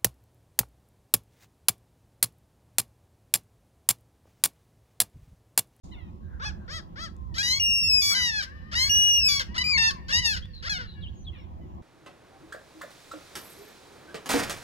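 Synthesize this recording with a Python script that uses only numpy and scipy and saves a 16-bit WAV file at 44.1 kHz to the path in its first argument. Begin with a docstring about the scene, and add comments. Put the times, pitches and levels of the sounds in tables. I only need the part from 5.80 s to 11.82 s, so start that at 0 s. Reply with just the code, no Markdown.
"""Gulls on an open lawn

A near gull gives long cries that flip between registers, another yelps, others squawk and wail far off;
each voice is a vibrating membrane heard through a throat. A far bird croaks, a small one twitters, and
faint snaps sound nearby. Grass, shrubs and a tree line throw the calls back over leaf hiss, faint drones
and a rumble of distant traffic and wind. Two microphone ports a hand apart hear it from the right."""
import sys
import numpy as np
from scipy import signal
from scipy.io import wavfile
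from scipy.ndimage import uniform_filter1d

SR = 44100
rng = np.random.default_rng(int(sys.argv[2]) if len(sys.argv) > 2 else 0)


def persist_wave(psi):
    """Save psi, clipped to +-1, as 16-bit WAV."""
    counts = np.round(np.clip(psi, -1, 1) * 32767).astype(np.int16)
    wavfile.write(sys.argv[1], SR, np.atleast_2d(counts).T)


N = 265526
EDGE_HZ = 16000
STEP = 8  # samples per control value


def amp(db):
    """Decibels to gain."""
    return 10 ** (np.asarray(db) / 20)


def unit_rms(x):
    """Scales to rms 1."""
    return x / np.sqrt(np.mean(abs(x) ** 2) + 1e-20)


def spectrum_at(points, hz):
    """Interpolates a spectrum table on a log-frequency axis."""
    table_hz, value = np.transpose(points)
    return np.interp(np.log(hz + 1), np.log(table_hz + 1), value)


def drift(count, width_hz):
    """Narrowband complex noise, rms 1."""
    pole = np.exp(-np.pi * width_hz / SR)
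    real, imag = rng.standard_normal((2, count))
    return unit_rms(signal.lfilter([1], [1, -2 * pole, pole * pole], real + 1j * imag))


def held(slow, count):
    """Holds each control value for STEP samples."""
    return np.repeat(slow, STEP, axis=-1)[..., :count]


def port_gains(path, hz, base_lag_ms=0.11):
    """Complex gain at each port: delay, level and a comb that hollows the spectrum, less in the treble."""
    delay_ms, gain_db, lag_factor, comb_depth = np.transpose(path)[:, :, None]
    depth = np.clip(comb_depth, 0, 1) / (1 + (hz / 14100) ** 2)
    phase_per_ms = -2j * np.pi * hz / 1000
    comb = 1 + depth * np.exp(phase_per_ms * base_lag_ms * lag_factor)
    return amp(gain_db) * np.exp(phase_per_ms * delay_ms) * comb


def glide(shape, start_s, length_s, level_db, from_hz, to_hz, *timbre):
    """Voice rows of a note that slides straight between two pitches."""
    return [(start_s + u * length_s, level_db + db, from_hz + u * (to_hz - from_hz), *timbre)
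            for u, db in shape]


def voice(calls, throat, path, jitter, shimmer, breath_width_hz, harmonics, doubling=()):
    """Harmonics of a vibrating membrane; throat and path set colour and balance, not overall level."""
    out = np.zeros((2, N))
    for rows in calls:  # time_s, level_db, pitch_hz, breath[, tilt_db_per_oct[, base_lag_ms]]
        time_s, *columns = np.transpose(rows)
        t = np.arange(time_s[0] - .002, time_s[-1] + .0015, 1 / SR)
        columns = [np.interp(t, time_s, column) for column in columns]
        level_db, hz, breath, tilt, lag_ms = columns + [0, .3][len(columns) - 3:]
        hz = uniform_filter1d(hz, size=200) * (1 + jitter * drift(len(t), 75).real)
        turns = np.cumsum(hz) / SR
        controls = hz, np.clip(breath, 0, 1), tilt, lag_ms
        slow_hz, breath, tilt, lag_ms = (np.broadcast_to(c, t.shape)[::STEP] for c in controls)
        cycle, partial = np.exp(2j * np.pi * turns), 1
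        sound, power = np.zeros((2, len(t))), 1e-12
        for k in range(1, harmonics + 1):
            if k * hz.min() > EDGE_HZ:
                break
            partial_hz = k * slow_hz
            colour_db = spectrum_at(throat, partial_hz) + tilt * np.log2(np.maximum(partial_hz / 1500, 1))
            in_band = np.clip((EDGE_HZ - partial_hz) / 300, 0, 1)
            sway = abs(1 + (k > 1) * .2 * drift(len(slow_hz), 9 * STEP))  # overtones swell independently
            gain = amp(colour_db) * in_band * port_gains(path, partial_hz, lag_ms) * sway
            power = power + (abs(gain) ** 2).mean(0) / 2
            # moving air makes each partial twinkle, high ones most; breath spreads noise around it
            fray = .4 * (partial_hz / 11000) ** 2
            twinkle = (shimmer + fray) * drift(len(slow_hz), 60 * STEP)
            tone = held(gain * (np.sqrt(1 - breath ** 2) + twinkle), len(t))
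            noise = held(gain * (breath + fray ** 2), len(t)) * drift(len(t), breath_width_hz)
            partial = partial * cycle
            sound += ((tone + noise) * partial * np.exp(2j * np.pi * rng.random())).real
        for start_s, end_s, depth_db in doubling:
            sound *= 1 + amp(depth_db) * ((t > start_s) & (t < end_s)) * np.cos(np.pi * turns)
        fade = np.clip(np.minimum(t - t[0], t[-1] - t) / .004, 0, 1)
        sound *= amp(level_db) * fade / held(np.sqrt(power), len(t))
        out[:, round(t[0] * SR):][:, :len(t)] += sound
    return out


# rumble and hiss: freq_hz, relative_density_db
AIR_SPECTRUM = [(12, -57.5), (25, -29), (40, -8.5), (55, -1.5), (70, 3), (95, -3.5), (125, -13.5),
                (185, -7.5), (260, -21), (367, -20), (434, -40.5), (600, -32.5), (1030, -31.5), (1530, -52),
                (2600, -51.5), (6800, -58.5), (8000, -65), (10500, -66), (12500, -65), (16000, -67)]
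# port balance: freq_hz, left_minus_right_db
AIR_BALANCE = [(60, -9), (150, 1), (380, -0.5), (950, 1.5), (2380, -2), (5980, -1), (15000, -4)]
# likeness of the ports: freq_hz, coherence
AIR_COHERENCE = [(30, 0), (80, 0.5), (200, .75), (500, 0.1), (1300, 1), (2500, 0.2), (5000, .3), (9000, 0),
                 (15000, .65)]
# swells below and above 250 Hz: time_s, rumble_change_db, roar_change_db
GUSTS = [(0, -5.5, -1, ), (.2, -5.5, 1.5), (.5, .5, -4.5), (.8, -1.5, 0.5), (1.102, -6.5, 1.5),
         (1.4, -3.5, -3.5), (1.801, -1.5, -4.5), (2.4, -5.5, -6), (3.2, -1.5, -3), (4.2, -1, 2.5),
         (4.7, -2.5, -10), (5.3, -2.5, -3), (5.901, -3, 4)]


def traffic_and_wind(level_db=-39.5, left_lag_ms=.54, leaves_db=-3, rustle_db=29.5, rustle_s=.17):
    """Gusting rumble and roar; the leaves rustle at the start, then hiss steadily."""
    frames, hz = N // 256 + 5, np.fft.rfftfreq(2048, 1 / SR)
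    t = np.arange(frames) * 256 / SR
    right_re, right_im, own_re, own_im, patches = rng.standard_normal((frames, 1025, 5)).T
    patches = uniform_filter1d(uniform_filter1d(patches, size=16, axis=0), size=12, axis=1)
    rumble_band = 1 / (1 + (hz / 250) ** 4)
    roar_band = (1 - rumble_band) / (1 + (hz / 4000) ** 4)
    leaf_band = 1 / (1 + (4000 / (hz + 1)) ** 4) / (1 + (hz / 10500) ** 8)
    time_s, *gusts = np.transpose(GUSTS)
    gusts_db = [np.interp(t, time_s, gust) for gust in gusts]
    hiss_db = leaves_db + rustle_db * np.clip(1 - t / rustle_s, 0, 1)
    change_db = np.transpose([rumble_band, roar_band, leaf_band]) @ np.array(gusts_db + [hiss_db])
    coherence = np.clip(spectrum_at(AIR_COHERENCE, hz), 0, 1)[:, None]
    delay = np.exp(-2j * np.pi * hz * left_lag_ms / 1000)[:, None]
    right = right_re + 1j * right_im
    left = delay * coherence * right + np.sqrt(1 - coherence ** 2) * (own_re + 1j * own_im)
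    balance = amp(np.outer([.5, -.5], spectrum_at(AIR_BALANCE, hz)))[:, :, None]
    colour = amp(spectrum_at(AIR_SPECTRUM, hz)[:, None] + change_db + 2.1 * unit_rms(patches))
    _, noise = signal.istft(np.array([left, right]) * balance * colour, nperseg=2048, noverlap=1792)
    return amp(level_db) * unit_rms(noise[:, :N])


# drones and wails to the left, right port: delay_ms, gain_db, lag_factor, comb_depth
FAR_RIGHT_PATH = [(0.41, 1.3, 1.7, 0.3), (0.021, -5, 0.99, 0.034)]
# faint far tones: pitch_hz, width_hz, source_db
DRONES = [(68.9, 9.6, -49.5), (503, 57, -66), (1094, 4.5, -67.5)]


def drones():
    """Narrow wavering tones from the far right."""
    t = np.arange(N) / SR
    return sum(amp(db) * drift(N, width_hz) * np.exp(2j * np.pi * hz * t) * port_gains(FAR_RIGHT_PATH, hz)
               for hz, width_hz, db in DRONES).real


# squawks, croak and twitter to the left, right port: delay_ms, relative_db, lag_factor, comb_depth
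FAR_BIRD_PATH = [(0.694, 0.9, 2.5, .1), (0.14, -0.9, 1, 0.093)]
# throat resonances: freq_hz, relative_db
SQUAWK_THROAT = [(500, -22), (950, 3), (1400, -19), (2100, -2), (2600, 0), (3000, -1.5), (3900, -3),
                 (4700, -22), (8000, -55)]
# far calls: breath, tilt_db_per_oct, [(time_s, level_db, pitch_hz)]
SQUAWKS = [ (.15, 3, [(.113, -60, 952), (.124, -51, 1034), (.14, -48.5, 927), (.158, -56, 853)]),
           (.35, -10, [(.16, -58, 747), (.185, -55, 697), (.215, -61.5, 651), (.3, -70, 608)]),
           (.75, -5, [(5.52, -63, 710), (5.56, -54, 604), (5.61, -60, 550), (5.66, -70, 492),
           (5.7, -74, 448)]), ]


def squawks():
    """Hoarse falling calls far off."""
    calls = [[(*row, breath, tilt) for row in rows] for breath, tilt, rows in SQUAWKS]
    return voice(calls, SQUAWK_THROAT, FAR_BIRD_PATH,
                 jitter=.004, shimmer=.25, breath_width_hz=300, harmonics=8)


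def raspy_whistle(calls):
    """A far bird's single partial, roughened by breath."""
    flat_throat = [(2000, 0), (9000, 0)]
    return voice(calls, flat_throat, FAR_BIRD_PATH,
                 jitter=.0049, shimmer=.22, breath_width_hz=320, harmonics=1)


# hoarse far bird: time_s, level_db, pitch_hz, breath
CROAK = [(.41, -78, 1610, .85), (.52, -60.5, 1573, 0.87), (.75, -65, 1620, .97), (.88, -68, 1533, 0.8)]


def croak():
    """One long note, more breath than tone."""
    return raspy_whistle([CROAK])


# throat resonances: freq_hz, relative_db
YELP_THROAT = [(450, -12.5), (800, -14), (1500, 0.5), (2000, -9.5), (2500, -15), (3400, -8.5), (4200, -6.5),
               (5500, -4.5), (6300, -18.5), (7200, -18), (9000, -32), (16000, -44.5)]
# to the left, right port: delay_ms, relative_db, lag_factor, comb_depth
YELP_PATH = [(0.4, 0.66, 1.167, 0.65), (0.078, -3.1, 0.92, 0.76)]
# short calls: start_s, length_s, top_db, top_hz, low_register_share, tilt_db_per_oct, base_lag_ms
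YELPS = [(0.597, 0.12, -34, 856.5, .44, -3, 0.71), (0.879, 0.13, -36.5, 659.4, 0, 0, 0.5),
         (1.158, 0.13, -37, 671, 0, -.5, 0.513), (2.303, 0.12, -32.5, 800, 0.1, -4, 0.51)]


def yelps(peak_share=.61, low_register_ratio=.72, breath=.18):
    """Pitch, level and brightness share one round arch; a yelp may start in a lower register."""
    u = np.linspace(0, 1, num=60)
    before = np.clip(1 - u / peak_share, 0, 1) ** 2
    after = np.clip((u - peak_share) / (1 - peak_share), 0, 1) ** 2
    pitch_sag = .33 * before + .26 * after
    level_sag_db = 9.7 * before + 14 * after
    tilt_sag = 8 * before + 5 * after
    calls = []
    for start_s, length_s, top_db, top_hz, low_share, tilt, lag_ms in YELPS:
        hz = top_hz * (1 - pitch_sag) * np.where(u < low_share, low_register_ratio, 1)
        columns = start_s + u * length_s, top_db - level_sag_db, hz, breath, tilt - tilt_sag, lag_ms
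        calls.append(np.transpose(np.broadcast_arrays(*columns)))
    return voice(calls, YELP_THROAT, YELP_PATH,
                 jitter=.003, shimmer=.25, breath_width_hz=400, harmonics=30)


# throat resonances: freq_hz, relative_db
WAIL_THROAT = [(500, -27), (1100, -2), (1800, 5.5), (2400, -21.5), (3000, -7), (3600, -31), (8000, -59)]
# far gulls: breath, tilt_db_per_oct, [(time_s, level_db, pitch_hz)]
WAILS = [ (.1, -62, [(1.3, -72.5, 1076), (1.39, -60.5, 1050), (1.46, -57, 1046), (1.5, -58, 1000),
         (1.53, -55.5, 915)]), (0.24, 1, [(2.63, -49, 478), (2.711, -50.5, 557), (2.751, -52.5, 606),
         (2.799, -53, 590), (2.895, -55, 614.7), (3.0, -47.5, 568.7), (3.24, -47, 554), (3.37, -50, 551.6),
         (3.47, -55, 533), (3.62, -55, 500)]), (0.096, -31, [(3.68, -57, 912), (3.801, -44.5, 1064),
         (3.845, -51, 1270), (3.869, -50.5, 1302), (3.933, -42, 1057), (4.049, -43.5, 1024),
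         (4.121, -44, 1124), (4.185, -51, 997), (4.24, -64, 906)]), (.08, 23, [(5.05, -60, 583),
         (5.11, -64, 549), (5.125, -70, 601), (5.18, -56, 563.5), (5.25, -68, 571), (5.36, -70.5, 537)]),
         (0.18, 3, [(5.81, -72.5, 996), (5.83, -62.5, 1004), (5.86, -81, 960)]), ]


def wails():
    """Wavering, slightly breathy calls of far gulls."""
    calls = [[(*row, breath, tilt) for row in rows] for breath, tilt, rows in WAILS]
    return voice(calls, WAIL_THROAT, FAR_RIGHT_PATH,
                 jitter=.002, shimmer=.16, breath_width_hz=300, harmonics=8)


# small snaps nearby: start_s, peak_db, pitch_hz, width_hz, left_minus_right_db
SNAPS = [(1.3662, -49, 7200, 1770, 5), (4.6564, -40.5, 3001, 1800, 10), (4.6902, -55, 3535, 1809, -2),
         (4.751, -45, 4360, 1790, -4), (5.9494, -62.5, 5990, 1800, 1)]


def snaps():
    """Each snap is a short damped ring."""
    out, t = np.zeros((2, N)), np.arange(400) / SR
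    for start_s, peak_db, hz, width_hz, pan_db in SNAPS:
        ring = np.sin(2 * np.pi * hz * t) * np.exp(-np.pi * width_hz * t)
        gains = amp(peak_db + np.array([[.5], [-.5]]) * pan_db)
        out[:, round(start_s * SR):][:, :len(t)] += gains * ring / ring.max()
    return out


# throat resonances: freq_hz, relative_db
CRY_THROAT = [(450, -12), (900, -16.5), (1600, 4), (2300, -8), (2900, -2.5), (3600, -8.5), (4200, -1.5),
              (5500, -6.5), (6300, -15.5), (7300, -22.5), (8500, -32), (11400, -34), (13000, -40.5),
              (16000, -41.5)]
# to the left, right port: delay_ms, relative_db, lag_factor, comb_depth
CRY_PATH = [(0.3363, 21, 1.051, 0.53), (0.041, 18.5, 0.915, 0.39)]
# hoarse openings: start_s, length_s, level_db, from_hz, to_hz, tilt_db_per_oct
CRY_SCOOPS = [(1.542, 0.044, -32.5, 592.7, 712, 3), (2.915, 0.034, -29.5, 519.6, 749, -0.3),
              (3.744, 0.032, -30, 559, 737, -1.5), (4.283, .04, -27, 500, 603, 1.5),
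              (4.825, 0.064, -30.5, 417.4, 720, -1)]
# clear registers: base_tilt_db_per_oct (from, to), base_lag_ms (from, to), [(time_s, level_db, pitch_hz)]
CRY_REGISTERS = [ ((3.5, 4.3), (.47, .55), [(1.582, -24, 776), (1.617, -24.5, 831), (1.626, -30.5, 867)]),
                 ((4.9, 5), (.54, .42), [(1.628, -26.5, 942), (1.725, -21.5, 1034), (1.75, -25.5, 1078),
                 (1.777, -27, 1096), (1.796, -38.5, 1137)]), ((0.85, 1.5), (0.558, 0.592),
                 [(1.798, -22.5, 2835), (1.827, -22, 2810), (2.019, -22, 2740), (2.039, -23, 2703),
                 (2.079, -22.5, 2695), (2.115, -18, 2574), (2.175, -20, 2532), (2.216, -21.5, 2488)]),
                 ((8, 5.1), (0.49, 0.474), [(2.218, -22, 1151), (2.275, -21.5, 1144), (2.33, -22, 1129),
                 (2.346, -28, 1068)]), ((2.64, 0.59), (0.53, .5), [(2.348, -24, 1010), (2.453, -24, 977),
                 (2.493, -25, 923), (2.517, -31.5, 879), (2.589, -26, 836), (2.62, -29.5, 759)]),
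                 ((1.1, 5.7), (.54, .43), [(2.952, -25, 923), (2.997, -22.5, 1029), (3.037, -21, 1061),
                 (3.073, -26.5, 1108), (3.093, -31, 1152)]), ((3.4, 0.76), (0.57, 0.59),
                 [(3.095, -21.5, 2854), (3.16, -18.5, 2882), (3.27, -19, 2885), (3.364, -19, 2858),
                 (3.396, -21, 2801), (3.42, -24, 2670), (3.46, -18.5, 2570), (3.484, -19.5, 2550)]),
                 ((3.9, 1.7), (0.3964, 0.39), [(3.486, -19, 1167), (3.575, -25.5, 1115),
                 (3.592, -31.5, 1117), (3.6, -16, 1035)]), ((0, -1.6), (0.62, .55), [(3.78, -21, 965),
                 (3.805, -29, 1003), (3.821, -22.5, 1004), (3.838, -38.5, 964)]), ((1, -6), (0.33, 0.375),
                 [(3.84, -27.5, 2380), (3.865, -24.5, 2423), (3.917, -23, 2436), (3.941, -20.5, 2280),
                 (3.974, -20.5, 2132)]), ((-1.5, 0), (0.666, 0.639), [(3.976, -19.5, 906.6),
                 (4.037, -20, 902.8), (4.089, -20.5, 894), (4.105, -28.5, 834)]), ((1, 1), (0.682, 0.56),
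                 [(4.325, -23, 902), (4.35, -19.5, 932), (4.394, -23, 990), (4.416, -36, 1033)]), ((1, 4.7),
                 (0.612, 0.736), [(4.418, -34, 998), (4.44, -30, 956), (4.458, -20, 925.5),
                 (4.522, -26.5, 841), (4.56, -33.5, 705)]), ((3.8, 0.5), (0.61, 0.84), [(4.895, -26.5, 843),
                 (4.91, -27.5, 849), (4.93, -27, 821), (4.944, -32, 760), (4.983, -34, 697)]), ]
# hoarse endings: start_s, length_s, level_db, from_hz, to_hz, tilt_db_per_oct
CRY_DROPS = [(2.623, .038, -31, 629, 505, 3.5), (3.602, 0.035, -25, 561, 466, 1.5),
             (4.106, 0.018, -29, 541, 487.4, 3.5), (4.562, .038, -32.5, 529, 412, 1),
             (4.985, 0.086, -35.5, 522, 426.6, -5)]
# strong and weak cycles alternate: start_s, end_s, depth_db
PERIOD_DOUBLING = [(2.24, 2.345, -18), (3.495, 3.6, -16.5)]


def long_cries(clear_breath=.0043, hoarse_breath=.54, hoarse_lag_ms=.58):
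    """The near gull scoops up hoarsely, jumps between clear registers, then drops hoarsely."""
    calls = []
    for tilt_ends, lag_ends, rows in CRY_REGISTERS:
        time_s, level_db, hz = np.transpose(rows)
        # the lag tunes a comb of windpipe resonances that hollows the overtones and shifts between calls
        tilt, lag_ms = (np.interp(time_s, time_s[[0, -1]], ends) for ends in (tilt_ends, lag_ends))
        tilt += .32 * (level_db + 25)  # louder is brighter
        calls.append(np.transpose(np.broadcast_arrays(time_s, level_db, hz, clear_breath, tilt, lag_ms)))
    swell, decay = [(0, -12), (.45, -5), (1, 0)], [(0, -1), (.4, -2), (.998, -19)]  # length_share, gain_db
    for shape, notes in (swell, CRY_SCOOPS), (decay, CRY_DROPS):
        calls += [glide(shape, *note, hoarse_breath, tilt, hoarse_lag_ms) for *note, tilt in notes]
    return voice(calls, CRY_THROAT, CRY_PATH,
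                 jitter=.0007, shimmer=.06, breath_width_hz=350, harmonics=34, doubling=PERIOD_DOUBLING)


# small bird's notes: start_s, length_s, level_db, from_hz, to_hz, breath
TWITTER = [(4.62, 0.042, -50.5, 3146, 3540, 0.47), (4.734, 0.08, -51, 4314, 3950, 0.65),
           (5.071, 0.088, -54.5, 4070, 3830, 0.94), (5.209, 0.042, -58, 3950, 3560, 0.86),
           (5.223, 0.045, -49.5, 3465, 2720, 0.2), (5.256, 0.037, -48, 2714, 3360, 0.56),
           (5.338, 0.074, -70.5, 6600, 6650, 0.45), (5.39, 0.059, -67.5, 6200, 6230, 0.7),
           (5.443, 0.027, -61.5, 4160, 3480, .9), (5.466, 0.034, -47.5, 3460, 3180, 0.35),
           (5.582, 0.059, -74, 5410, 5440, 0.76)]


def twitter():
    """Quick high glides, each swelling and fading."""
    arch = [(0, -2.5), (.35, 2.5), (.7, .5), (1, -3)]  # length_share, gain_db
    return raspy_whistle([glide(arch, *note) for note in TWITTER])


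def lawn_echoes(calls, scatter_db, scatter_t60_s, wash_db, wash_t60_s, trees_db, trees_s):
    """Scatter from grass and shrubs, a long faint wash, and one echo from the tree line."""
    t = np.arange(SR) / SR
    taps = np.zeros((2, SR))
    tap_at = np.arange(200, SR - 20, 20) + rng.integers(0, 20, (2, (SR - 201) // 20))
    np.put_along_axis(taps, tap_at, rng.choice([-1., 1.], tap_at.shape), 1)
    shapes = amp(-60 * t / scatter_t60_s), amp(-60 * t / wash_t60_s), np.exp(-((t - trees_s) / .004) ** 2)
    scatter, wash, trees = (taps * shape / np.linalg.norm(taps[0] * shape) for shape in shapes)
    lowpass = signal.butter(3, 3800, fs=SR)  # distance takes the treble
    distant = signal.lfilter(*lowpass, amp(wash_db) * wash + amp(trees_db) * trees)
    return signal.fftconvolve(calls, amp(scatter_db) * scatter + distant, axes=1)[:, :N]


def scene():
    """Near and far sounds echo across the lawn; traffic, wind and drones lie under them."""
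    near = long_cries() + yelps() + snaps()
    far = wails() + squawks() + twitter() + croak()
    echoes = lawn_echoes(near, scatter_db=-13, scatter_t60_s=.21, wash_db=-34, wash_t60_s=3.3,
                         trees_db=-42.5, trees_s=.232)
    echoes += lawn_echoes(far, scatter_db=-6, scatter_t60_s=.067, wash_db=-14.5, wash_t60_s=.7,
                          trees_db=-31, trees_s=.078)
    return near + far + echoes + traffic_and_wind() + drones()


def record(dry):
    """A short silence, quick fades in and out, and the band limit."""
    t = np.arange(N) / SR
    fade_in = np.clip((t - .032) / .0092, 0, 1)
    fade_out = np.clip(t[::-1] / .004, 0, 1)
    padded = np.pad(dry * fade_in * fade_out, ((0, 0), (255, 255)), "reflect")
    lowpass = signal.firwin(511, EDGE_HZ, window=("kaiser", 9), fs=SR)
    return signal.oaconvolve(padded, lowpass[None], "valid", axes=1)


dry = scene()
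out = record(dry)
persist_wave(out)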